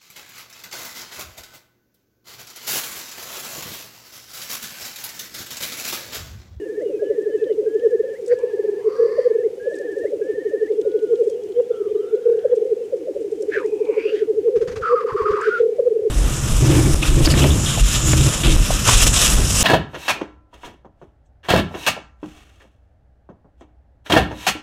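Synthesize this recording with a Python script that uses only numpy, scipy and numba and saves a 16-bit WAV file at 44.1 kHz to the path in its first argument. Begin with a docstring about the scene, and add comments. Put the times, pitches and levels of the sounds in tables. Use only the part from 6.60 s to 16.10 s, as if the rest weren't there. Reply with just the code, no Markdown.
"""Black grouse on a frosty field, from one microphone near a displaying cock, with rivals further off.
From the start he bubbles: quick falling notes swell through his air sac, each of three runs closing in a
cadence and a flourish. Frozen grass ticks, and for four seconds a distant bird repeats a quavering whistle.
Near 2 s air hisses through a throat and beak; a faint nasal whine follows at 4 s, a harsher hiss at 7 s.
Around 8 s wings flap close by, and the whine returns, loud and rasping, over the last flourish."""
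import sys
import numpy as np
from scipy import signal
from scipy.fft import rfft, irfft
from scipy.io import wavfile
from scipy.ndimage import uniform_filter1d, map_coordinates
from numba import njit

SR = 44100
rng = np.random.default_rng(int(sys.argv[2]) if len(sys.argv) > 2 else 0)


def materialize(psi):
    """Save the field psi as 16-bit PCM at rate SR to the path in sys.argv[1].

    A 1-D psi becomes a single channel; in a 2-D psi each row is a channel.
    """
    bounded = np.clip(np.atleast_2d(psi).T, -1, 1)
    quanta = np.round(bounded * 32767).astype(np.int16)
    wavfile.write(sys.argv[1], SR, quanta)


N = 418950
TIME = np.arange(N) / SR


def undb(db):
    return 10 ** (np.asarray(db) / 20)


def unit(x):
    """Scale to rms 1."""
    return x / np.sqrt(np.mean(x ** 2) + 1e-18)


def add(out, start_s, x):
    """Mix x into out from a given time."""
    i = int(round(start_s * SR))
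    a, b = max(i, 0), min(i + len(x), N)
    if b > a:
        out[a:b] += x[a - i:b - i]


def walk(rate):
    """A smooth random curve with rms 1 and about rate turns a second."""
    knots = rng.standard_normal(N // 8)
    return unit(map_coordinates(knots, [TIME * rate], order=2, mode="wrap"))


def colour(x, points):
    """Filter by a spectrum of (Hz, dB) points."""
    hz, db = np.transpose(points)
    f = np.arange(N // 2 + 1) * SR / N
    return irfft(rfft(x) * undb(np.interp(np.log(f + 1), np.log(hz), db)), N)


def noise(points):
    """Noise of a given spectral shape, rms 1."""
    return unit(colour(rng.standard_normal(N), points))


@njit
def bandpass(x, hz, width_hz):
    """State-variable band-pass with a moving centre."""
    y, band, low = np.empty(len(x)), 0., 0.
    for i in range(len(x)):
        g, damping = np.tan(np.pi * hz[i] / SR), width_hz / hz[i]
        v = (band + g * (x[i] - low)) / (1 + g * (g + damping))
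        band, low, y[i] = 2 * v - band, low + 2 * g * v, damping * v
    return y


def resonance(hz, width_hz):
    """Turbulent air in a steep resonance, rms 1."""
    hz, width_hz = hz + np.zeros(N), float(width_hz)
    return unit(bandpass(bandpass(rng.standard_normal(N), hz, width_hz), hz, width_hz))


def tone(hz):
    """A sine that follows a pitch curve."""
    return np.sin(2 * np.pi * (np.cumsum(hz) / SR + rng.random()))


def swell(crest_s, attack_s, release_s):
    """A bell-shaped envelope with its own rise and fall."""
    t = TIME - crest_s
    return np.exp(-np.minimum((t / np.where(t < 0, attack_s, release_s)) ** 2, 60))


def held(start_s, end_s, edge_s):
    """An envelope that opens, holds and closes."""
    return np.clip(np.minimum(TIME - start_s, end_s - TIME) / edge_s, 0, 1)


def bursts(times, dbs, rise_s):
    """An envelope that swells and dies away at each time."""
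    out, t = np.zeros(N), np.arange(SR // 5) / SR / rise_s
    for s, db in zip(times, dbs):
        add(out, s, undb(db) * t * np.exp(1 - t))
    return out


def field(x, wet_db, t60_s):
    """The direct sound plus thin, dull scatter from tussocks and the far edge of the field."""
    tail = rng.standard_normal(N) * undb(-60 * TIME / t60_s) * (TIME > .02)
    tail = colour(tail / np.sqrt(np.sum(tail ** 2)), [(500, 4.5), (3000, 4), (10000, -14.5)])
    return x + undb(wet_db) * signal.fftconvolve(x, tail[:SR])[:N]


# Still air over the field: (frequency [Hz], relative level [dB])
AIR_SPECTRUM = [(30, -14), (70, -10.5), (300, 8), (700, -2.5), (1100, -14.5), (2000, -12), (4200, -18.5),
                (6500, -17.5), (9000, -21), (11000, -24.5), (15000, -28.5)]
# A far rush, probably other cocks hissing: (time [s], level [dB])
FAR_RUSH = [(1.2, -73.5), (3, -60.5), (5.5, -63)]

def ambience(air_db=-49, rumble_db=-61, shimmer_db=-69, flutter_db=3.5, flutter_hz=20):
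    """Still air under an uneven low rumble, far hissing and a shimmer of distant birds."""
    def wavering(db):
        return undb(db + flutter_db * walk(flutter_hz))
    rush = wavering(np.interp(TIME, *np.transpose(FAR_RUSH))) * resonance(735, 150)
    air = undb(air_db) * noise(AIR_SPECTRUM)
    rumble = wavering(rumble_db) * resonance(95, 130)
    shimmer = wavering(shimmer_db) * resonance(2700, 1600)
    return air + rumble + rush + shimmer


def twitter(count=130, db=-63, middle_s=5.1, spread_s=0.5, hz=3200, spread_hz=280, scatter_db=3.5):
    """A far songbird's grainy patter of very short notes, coming and going."""
    out, window = np.zeros(N), np.hanning(1600)
    for when, pitch, size in rng.standard_normal((count, 3)):
        note = window * tone(np.full(len(window), hz + spread_hz * pitch))
        add(out, middle_s + spread_s * when, undb(db + scatter_db * size) * note)
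    return out


# Slurred songbird notes that carry to the microphone: (time [s], pitch [Hz])
CLEAR_CHIRPS = [(.02, 2880), (.28, 2880), (.359, 2543), (0.472, 2980), (0.529, 2000), (0.74, 3030),
                (0.809, 2630), (.9, 3050)]

def songbirds(faint_count=70, clear_db=-55, faint_db=-64, arch_hz=240):
    """Arched chirps from across the field, a few clear and many faint."""
    out, along = np.zeros(N), np.linspace(-1, 1, 5200)
    clear = [(s, hz, clear_db) for s, hz in CLEAR_CHIRPS]
    faint = [(when * N / SR, 2100 + 1100 * pitch, faint_db)
             for when, pitch in rng.random((faint_count, 2))]
    for s, hz, db in clear + faint:
        chirp = np.hanning(len(along)) * tone(hz - arch_hz * along * (along + .5))
        add(out, s - len(chirp) / SR / 2, undb(db) * chirp)
    return out


# A distant bird's whistles:
# (start [s], upswing start [s], pitch [Hz], relative level [dB], gain over the upswing [dB])
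FAR_WHISTLES = [(-.3, 0.206, 1754, -52.5, -2), (0.391, 0.892, 1750, -52.5, 0), (1.059, 1.55, 1743, -52, 5),
                (1.695, 2.205, 1732, -53.5, -14), (2.359, 2.831, 1757, -52.5, -4),
                (2.996, 3.456, 1758, -46.5, -3.5), (3.613, 4.072, 1785, -47.5, -7.5)]

def whistler(quaver_hz=17.4, depth_hz=62, scoop_hz=150, scoop_s=0.14, upswing_hz=540, upswing_s=0.03,
             waver_db=2.1):
    """Each whistle scoops up, quavers, and flicks upward at the end."""
    out = np.zeros(N)
    for start, turn, hz, db, flick_db in FAR_WHISTLES:
        t = np.arange(int((turn + upswing_s - start) * SR)) / SR + start
        settled = np.minimum((t - start) / scoop_s, 1)
        flick = np.maximum(t - turn, 0) / upswing_s
        scoop = scoop_hz * (1 - settled) ** 1.8
        quaver = -depth_hz * settled ** 3 * np.cos(2 * np.pi * quaver_hz * np.minimum(t - turn, 0))
        pitch = hz - scoop + quaver + upswing_hz * flick ** 0.59 + 10 * walk(30)[:len(t)]
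        envelope = np.minimum((t - start) / 0.0049, 1) * (1.3 + 0.13 * settled) * (1 - flick ** 3)
        level_db = db + flick_db * np.sqrt(flick) + waver_db * walk(35)[:len(t)]
        add(out, start, np.sqrt(2) * undb(level_db) * envelope * tone(pitch))
    return out


def far_cocks(count=330, db=-26, hz=470, spread_hz=40, scatter_db=2.5):
    """The rest of the lek, far out on the field: weak, overlapping coos."""
    out = np.zeros(N)
    for k, (late, pitch, size) in enumerate(rng.standard_normal((count, 3))):
        sac_hz = hz + spread_hz * np.clip(pitch, -1.6, 1.6)
        note = coo(sac_hz, swell_s=0.013, fall_s=0.029, sink_hz=19.45, end_hz=sac_hz - 70, tail_db=-6)
        crest_s = (k + late / 2) / count * N / SR
        add(out, crest_s - len(note) / SR / 2, undb(db + scatter_db * min(size, 1)) * note)
    return out


# Rivals further off strike up a phrase of high hoots: (time [s], level [dB])
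RIVAL_PHRASES = [(.229, -21.5), (.435, -19.5), (3.129, -23), (3.452, -18.5), (6.489, -20)]
# The phrase, a steep swoop, an arch and lesser swoops:
# (delay [s], relative level [dB], pitch [Hz], fall [Hz/s], arch [Hz])
HOOT_PHRASE = [(0, -1, 560, 5520, 0), (.078, -3, 564.6, 300, 43), (.475, -7, 549, 4600, 0.5),
               (.812, -3, 534, 3230, 3)]

def rival_hoots(attack_s=0.012, release_s=0.02):
    """Short notes that sweep down from above the air sac's resonance, or arch over it."""
    out, t = np.zeros(N), np.arange(-2000, 2000) / SR
    envelope = np.exp(-(t / np.where(t < 0, attack_s, release_s)) ** 2)
    for start_s, rival_db in RIVAL_PHRASES:
        for s, db, hz, fall_hz_per_s, arch_hz in HOOT_PHRASE:
            pitch = hz - fall_hz_per_s * t - arch_hz * (t / release_s) ** 2
            add(out, start_s + s + t[0], undb(rival_db + db) * envelope * tone(pitch))
    return out


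# Dry ticks on the field: (time [s], level [dB])
DRY_TICKS = [(.84, -52), (.925, -52), (1.194, -50), (3.141, -51), (4.12, -51), (4.213, -47), (4.315, -52),
             (4.389, -51), (4.556, -50), (4.921, -50), (5.79, -50), (7.252, -50)]

def dry_ticks():
    """Small dry ticks, probably frozen stalks snapping."""
    return bursts(*np.transpose(DRY_TICKS), rise_s=0.0022) * resonance(3250, width_hz=1900)


# Steps in frozen grass: (time [s], level [dB])
GRASS_STEPS = [(1.662, -41), (1.679, -41.5), (3.185, -49), (4.213, -49), (4.698, -46), (6.808, -48),
               (6.822, -44), (7.011, -53), (7.06, -51), (8.812, -41)]
# The birds brush through the grass: (time [s], half length [s], level [dB])
GRASS_BRUSHES = [(1.25, 0.056, -69), (3.145, 0.072, -63), (3.419, 0.1, -63), (4.61, 0.17, -64.5),
                 (7.005, 0.54, -66.5)]
# Frozen blades: (frequency [Hz], relative level [dB])
GRASS_SPECTRUM = [(1000, -20.5), (3000, -12.5), (5500, 0), (8500, 0.5), (11000, -16), (15000, -26)]

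def grass(tick_count=130, tick_db=-65, spread_db=1.5, crackle_db=-7, grain_db=3, patchy_db=2.5):
    """Clear steps, each wrapped in a soft rustle, longer brushes, and many tiny ticks of frozen blades."""
    steps = bursts(*np.transpose(GRASS_STEPS), rise_s=0.0015)
    rustle = 0.82 * uniform_filter1d(steps, size=6000)
    when, softness = rng.random((tick_count, 2)).T
    ticks = bursts(when * N / SR, tick_db - spread_db * np.log(softness + 0.08), rise_s=0.0035)
    brushes = sum(undb(db) * swell(s, half_s, half_s) for s, half_s, db in GRASS_BRUSHES)
    blades = (steps + ticks + brushes + rustle) * noise(GRASS_SPECTRUM)
    grain = undb(grain_db * walk(900) + patchy_db * walk(90))
    crackle = undb(crackle_db) * (ticks + brushes) * resonance(2900, width_hz=2200)
    return blades * grain + crackle


# Wing strokes near the microphone: (time [s], thump [dB], feather swish [dB])
WING_STROKES = [(1.722, -49, -50), (7.955, -35, -41), (8.01, -34, -41), (8.073, -31, -36.5),
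                (8.112, -34, -42), (8.156, -34.5, -36), (8.208, -37.5, -44.5), (8.519, -33.5, -55),
                (8.614, -30, -46), (8.703, -30.5, -41)]
# Brushing feathers: (frequency [Hz], relative level [dB])
FEATHER_SPECTRUM = [(300, -6), (1500, 5), (3000, -6), (6500, -10), (10000, -25.5), (15000, -44)]

def wings():
    """Each stroke pushes a puff of air and brushes the feathers."""
    s, thump_db, swish_db = np.transpose(WING_STROKES)
    puff = noise([(20, -21), (45, -8), (80, -2), (150, -10.5), (300, -20.5), (1000, -62)])
    thumps = bursts(s, thump_db, rise_s=0.011) * puff
    return thumps + bursts(s, swish_db, rise_s=0.01) * noise(FEATHER_SPECTRUM)


# Two whining calls, one faint and one loud:
# (start [s], end [s], start pitch [Hz], end pitch [Hz], level [dB], roughness [0-1])
WHINE_SYLLABLES = [(4.22, 4.609, 1440, 1380, -54.5, 0.1), (5.098, 5.298, 1360, 1160, -52, 0.52),
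                   (5.34, 5.597, 1170, 1410, -54.5, 0.56), (5.601, 5.952, 1440, 1660, -59.5, 0.93),
                   (8.219, 8.339, 1340, 1130, -20.5, 0.52), (8.345, 8.406, 1213, 1190, -20.5, 0.2),
                   (8.404, 8.435, 1147, 1080, -33, 0.87), (8.456, 8.545, 1180, 1030, -33, 0.82),
                   (8.554, 8.64, 1150, 1090, -26, 0.66), (8.645, 8.69, 1190, 1193, -21.5, 0.45),
                   (8.681, 8.813, 1130, 1190, -28, 0.76), (8.803, 8.905, 1250, 1480, -30, 0.94),
                   (8.901, 8.984, 1420, 1360, -21.5, 0.32)]

def syllables(arch_hz=50, arch_db=5, edge_s=0.013):
    """Strength, pitch and roughness of the whine: each syllable is an arch on a glide."""
    strength, hz, rough = np.zeros((3, N))
    for start, end, start_hz, end_hz, db, roughness in WHINE_SYLLABLES:
        along = np.clip((TIME - start) / (end - start), 0, 1)
        arch, begun = np.sin(np.pi * along), TIME >= start
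        level_db = db + arch_db * (1.5 - roughness) * (arch - 1)  # clear syllables arch the most
        strength = np.maximum(strength, held(start, end + edge_s, edge_s) * undb(level_db))
        hz = np.where(begun, start_hz + (end_hz - start_hz) * along + arch_hz * arch, hz)
        rough = np.where(begun, roughness, rough)
    return [uniform_filter1d(control, size=300) for control in (strength, hz, rough)]


# The throat's rasp, in whines and hisses alike: (frequency [Hz], relative level [dB])
RASP_SPECTRUM = [(600, -28), (1500, 12), (2200, 1.5), (3900, -14), (4800, -8.5), (5600, -17), (7500, -22),
                 (12000, -39.5)]

def whines(jitter=0.087, shake_db=4, rasp_db=-6, rasp_floor=0.16, rattle_db=1.5):
    """A nasal tone that breaks into a rasp as its pitch and strength start to shake."""
    strength, hz, rough = syllables()
    pitch = hz * (1 + jitter * rough * walk(420) + .01 * walk(76))
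    voice = np.sqrt(2) * tone(pitch)
    shake = undb(shake_db * rough * (np.tanh(walk(190)) * 2 ** .5 + 0.5))
    rasp = (rough ** 3 + rasp_floor) * noise(RASP_SPECTRUM) * undb(rasp_db + rattle_db * walk(300))
    return strength * (voice * shake + rasp)


# The wheeze inside the second hiss: (time [s], centre [Hz], level [dB])
WHEEZE_PATH = [(7.015, 1450, -34), (7.05, 1920, -41), (7.071, 2600, -56), (7.12, 2450, -51.5),
               (7.18, 2570, -54.5), (7.29, 2320, -54)]

def wheeze(width_hz=170):
    """A thin resonance that flicks upward as the throat narrows."""
    s, hz, db = np.transpose(WHEEZE_PATH)
    envelope = held(s[0], s[-1], edge_s=.01) * undb(np.interp(TIME, s, db))
    return envelope * resonance(np.interp(TIME, s, hz), width_hz)


# The beak stands open: (start [s], end [s], level [dB])
BEAK_OPENINGS = [(1.676, 1.777, -47.5), (1.78, 2.3, -67.5), (2.256, 2.728, -52), (7.345, 7.58, -53.5),
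                 (8.215, 8.43, -56), (8.46, 8.8, -61)]

def beak(overtone_db=-10):
    """Air sings in two high resonances of the open beak."""
    opening = sum(undb(db) * held(start, end, edge_s=0.071) for start, end, db in BEAK_OPENINGS)
    return opening * (resonance(4650, width_hz=700) + undb(overtone_db) * resonance(5750, width_hz=220))


# The long, soft stream of air under each hiss: (start [s], end [s])
AIR_STREAMS = [(1.78, 2.76), (6.925, 7.64)]
# Pushes of air on the throat's two resonances:
# (crest [s], attack [s], release [s], lower [Hz], its level [dB], upper [Hz], its level [dB])
AIR_PUSHES = [(1.722, 0.023, 0.011, 1690, -36, 1775, -36), (1.81, 0.029, 0.081, 976, -62, 2350, -57),
              (2.33, 0.084, 0.21, 1155, -41, 1960, -53.5), (2.6, 0.1, 0.14, 1060, -59, 1980, -50),
              (6.945, 0.022, 0.053, 1763, -20.5, 2164, -31.5), (7.34, 0.085, 0.034, 890, -41, 2340, -42.5),
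              (7.41, 0.04, .055, 924, -63, 2310, -31.5), (7.49, 0.02, 0.022, 1187, -69, 2690, -33),
              (7.565, 0.03, 0.085, 1725, -53, 3140, -51)]

def throat_resonance(push_hz, push_db, rest_hz, rest_db, follow=0.63, lead_s=.025):
    """Centre and gain of a throat resonance: each push draws it from rest, a little ahead of the air."""
    flowing = sum(1. * ((TIME > start) & (TIME < end)) for start, end in AIR_STREAMS)
    stream = np.abs(uniform_filter1d(flowing, size=1500))
    timings = [push[:3] for push in AIR_PUSHES]
    effort = np.array([swell(*timing) for timing in timings])
    pull = np.array([swell(crest, max(attack, 2 * lead_s), release) ** follow
                     for crest, attack, release in timings])
    hz = rest_hz + (push_hz - rest_hz) @ pull / np.maximum(pull.sum(axis=0), 1)
    return hz, undb(rest_db) * stream + undb(push_db) @ effort


# Harsh sprays in the second hiss and at the end of the loud whine: (time [s], half length [s], level [dB])
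AIR_SPRAYS = [(6.955, 0.048, -39), (7.568, 0.057, -39), (8.875, .05, -38), (8.979, 0.039, -40.5)]
# Spraying air: (frequency [Hz], relative level [dB])
SPRAY_SPECTRUM = [(900, -24.5), (1600, 5), (3400, -3.5), (4300, -10.5), (6300, -15), (8000, -23),
                  (15000, -37.5)]

def hisses(rasp_db=-12, rattle_db=1.47):
    """Air forced through two moving throat resonances and the beak, rattling and spraying as it goes."""
    *_, low_hz, low_db, high_hz, high_db = np.transpose(AIR_PUSHES)
    low_hz, low_gain = throat_resonance(low_hz, low_db, rest_hz=820, rest_db=-52)
    high_hz, high_gain = throat_resonance(high_hz, high_db, rest_hz=2480, rest_db=-71.5)
    throat = low_gain * resonance(low_hz, width_hz=230) + high_gain * resonance(high_hz, width_hz=400)
    breath = throat + beak() + undb(rasp_db) * high_gain * noise(RASP_SPECTRUM)
    spraying = sum(undb(db) * swell(s, half_s, half_s) for s, half_s, db in AIR_SPRAYS)
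    breath += spraying * noise(SPRAY_SPECTRUM) + wheeze()
    return breath * undb(rattle_db * (walk(260) - 2.5))  # the rattle also lowers the whole hiss


def coo(hz, swell_s, fall_s, sink_hz, end_hz, tail_db, release_s=0.008):
    """A note swells while sinking onto the air sac's resonance, drops below it and leaves the sac ringing."""
    glide_s, foot, ring_db, ring_s = 0.0251, 0.03, -21, 0.084
    t = np.arange(int(.2 * SR)) / SR - .1  # the crest is at zero
    before, after = np.maximum(-t, 0), np.maximum(t, 0)
    fallen = after / fall_s
    drop = 0.87 * np.tanh(1.83 * fallen ** 1.243) + 0.2 * np.minimum(fallen, 1.3) ** 3
    pitch = hz + sink_hz * np.tanh(before / glide_s) + (end_hz - hz) * drop
    rise = (1 - foot) * np.exp(-(before / swell_s) ** 2) + foot * np.exp(-(before / swell_s / 2) ** 2)
    body = np.exp(-(after / release_s) ** 2)
    fall = (1 - undb(tail_db)) * body + undb(tail_db) * np.exp(-fallen ** 6)
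    ring = undb(ring_db) * (1 - body) * np.exp(-after / ring_s) * (1 - after / t[-1])
    return tone(pitch) * rise * fall + ring * tone(np.full(len(t), hz))


def coo_puffs(voice, puff_db=-41, rush_db=-43, steepness=3.2):
    """At close range the hardest notes carry a faint low puff and a soft rush of air."""
    effort = np.abs(uniform_filter1d(voice ** 2, size=200))
    puff = undb(puff_db) * resonance(110, width_hz=380)
    rush = undb(rush_db) * resonance(820, width_hz=600)
    return (effort / effort.max()) ** steepness * (puff + rush)


# Single notes of the flourish: (delay [s], level [dB], pitch [Hz], swell [s], onset above pitch [Hz])
FLOURISH_ACCENTS = [(0, -6.5, 497, 0.031, -22), (.107, -10, 472, 0.0058, 41), (.544, -8, 430, 0.022, 23.5),
                    (.856, -6.5, 497, 0.0089, 237), (.933, -6.5, 498, .017, -14.5),
                    (1.127, -9, 431, 0.02, 49.5), (1.341, -11.5, 485, 0.013, 147.5)]
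# Quick trills between them:
# (delay [s], spacing [s], notes, top level [dB], fade [dB], swell [s], first pitch [Hz], later pitch [Hz])
FLOURISH_TRILLS = [(0.212, .053, 3, -12.5, 0.5, 0.011, 417, 429),
                   (0.357, .044, 3, -11, 13, 0.013, 422.3, 420.4),
                   (.668, .0262, 3, -6.5, 3.5, 0.013, 471, 465.7),
                   (.751, .032, 2, -12.5, 4.5, 0.0085, 460, 452.2),
                   (.976, .047, 2, -9, 1.5, .011, 450, 454), (1.052, 0.043, 2, -14, 7.5, 0.0039, 455, 460)]

def flourish(start_s, stretch, trill_onset_hz=22, trill_crest=0.091):
    """Note rows for the accents and the trills between them; a trill is loudest near its start."""
    notes = list(FLOURISH_ACCENTS)
    for s, spacing_s, count, top_db, fade_db, swell_s, first_hz, later_hz in FLOURISH_TRILLS:
        for k, along in enumerate(np.linspace(0, 1, round(count))):
            db = top_db - fade_db * (along - trill_crest) ** 2
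            notes.append((s + k * spacing_s, db, later_hz if k else first_hz, swell_s, trill_onset_hz))
    return [(start_s + stretch * s, *note) for s, *note in notes]


# What follows each run: (cadence time [s], flourish time [s], stretch of the flourish [ratio])
RUN_ENDINGS = [(1.268, 1.733, 1.005), (4.538, 5.004, .998), (7.887, 8.344, 1.0)]
# The three notes of a cadence: (delay [s], level [dB], pitch [Hz], swell [s], onset above pitch [Hz])
CADENCE_NOTES = [(0, -7, 436.2, 0.03, 51.3), (.082, -8, 439.2, 0.026, 73.3), (.138, -9, 440, .011, 70)]

def closing_notes(sac_hz, snap_s=0.011, drop_hz=130):
    """Cadence and flourish coos snap shut, the lower ones dropping less; yields (time, level, sound)."""
    for cadence_s, flourish_s, stretch in RUN_ENDINGS:
        cadence = [(cadence_s + s, *note) for s, *note in CADENCE_NOTES]
        for s, db, hz, swell_s, onset_hz in cadence + flourish(flourish_s, stretch):
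            end_hz = hz - drop_hz * min(hz / sac_hz - .6, 1)
            yield s, db, coo(hz, swell_s, snap_s, onset_hz, end_hz, tail_db=-22, release_s=0.0084)


# Soft low notes that lead into a run: (time [s], level [dB], pitch [Hz], swell [s])
LEAD_IN_NOTES = [(3.144, -31.5, 331, 0.015), (6.409, -31, 329, 0.068), (6.49, -26, 395, 0.015)]
# The near cock's runs of bubbles: (start [s], spacing [s], first level [dB], notes)
BUBBLE_RUNS = [(-.06, .0814, -27, 16), (3.211, .0821, -20, 16), (6.567, .0815, -20, 16)]

def near_cock(sac_hz=429.8, top_db=-9.5, crescendo_notes=3.46, swell_range_s=(0.0059, 0.019),
              fall_s=0.034, sink_hz=28, end_hz=295):
    """The cock nearest the microphone bubbles through his air sac in runs that grow louder and broader."""
    out, notes = np.zeros(N), []
    for start_s, spacing_s, first_db, count in BUBBLE_RUNS:
        for k, swell_s in enumerate(np.linspace(*swell_range_s, count)):
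            below_top_db = (top_db - first_db) * np.exp(-k / crescendo_notes)
            # softer bubbles trail off in a longer, relatively stronger low tail
            tail_s = fall_s * undb(0.5 * below_top_db)
            tail_db = min(-18 + 0.8 * below_top_db, 0)
            bubble = coo(sac_hz, swell_s, tail_s, sink_hz, end_hz, tail_db)
            notes.append((start_s + k * spacing_s, top_db - below_top_db, bubble))
    notes.extend(closing_notes(sac_hz))
    for s, db, hz, swell_s in LEAD_IN_NOTES:
        notes.append((s, db, coo(hz, swell_s, fall_s, sink_hz, end_hz, tail_db=-1.5)))
    for s, db, note in notes:
        add(out, s - len(note) / SR / 2, undb(db) * note)
    return out


def scene():
    """The lek at one microphone: coos linger over the field, the higher calls die away quickly."""
    voices = near_cock() + rival_hoots()
    cooing = field(voices + far_cocks(), wet_db=-16.5, t60_s=1.0) + coo_puffs(voices)
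    calls = field(hisses() + whines() + whistler() + songbirds() + twitter(), wet_db=-21.5, t60_s=0.17)
    return (cooing + calls + wings() + grass() + dry_ticks() + ambience())[None]


def record(dry, top_hz=15500):
    """The recorder cuts the top."""
    return signal.sosfilt(signal.ellip(10, .2, 80, top_hz, fs=SR, output="sos"), dry)


dry = scene()
out = record(dry)
materialize(out)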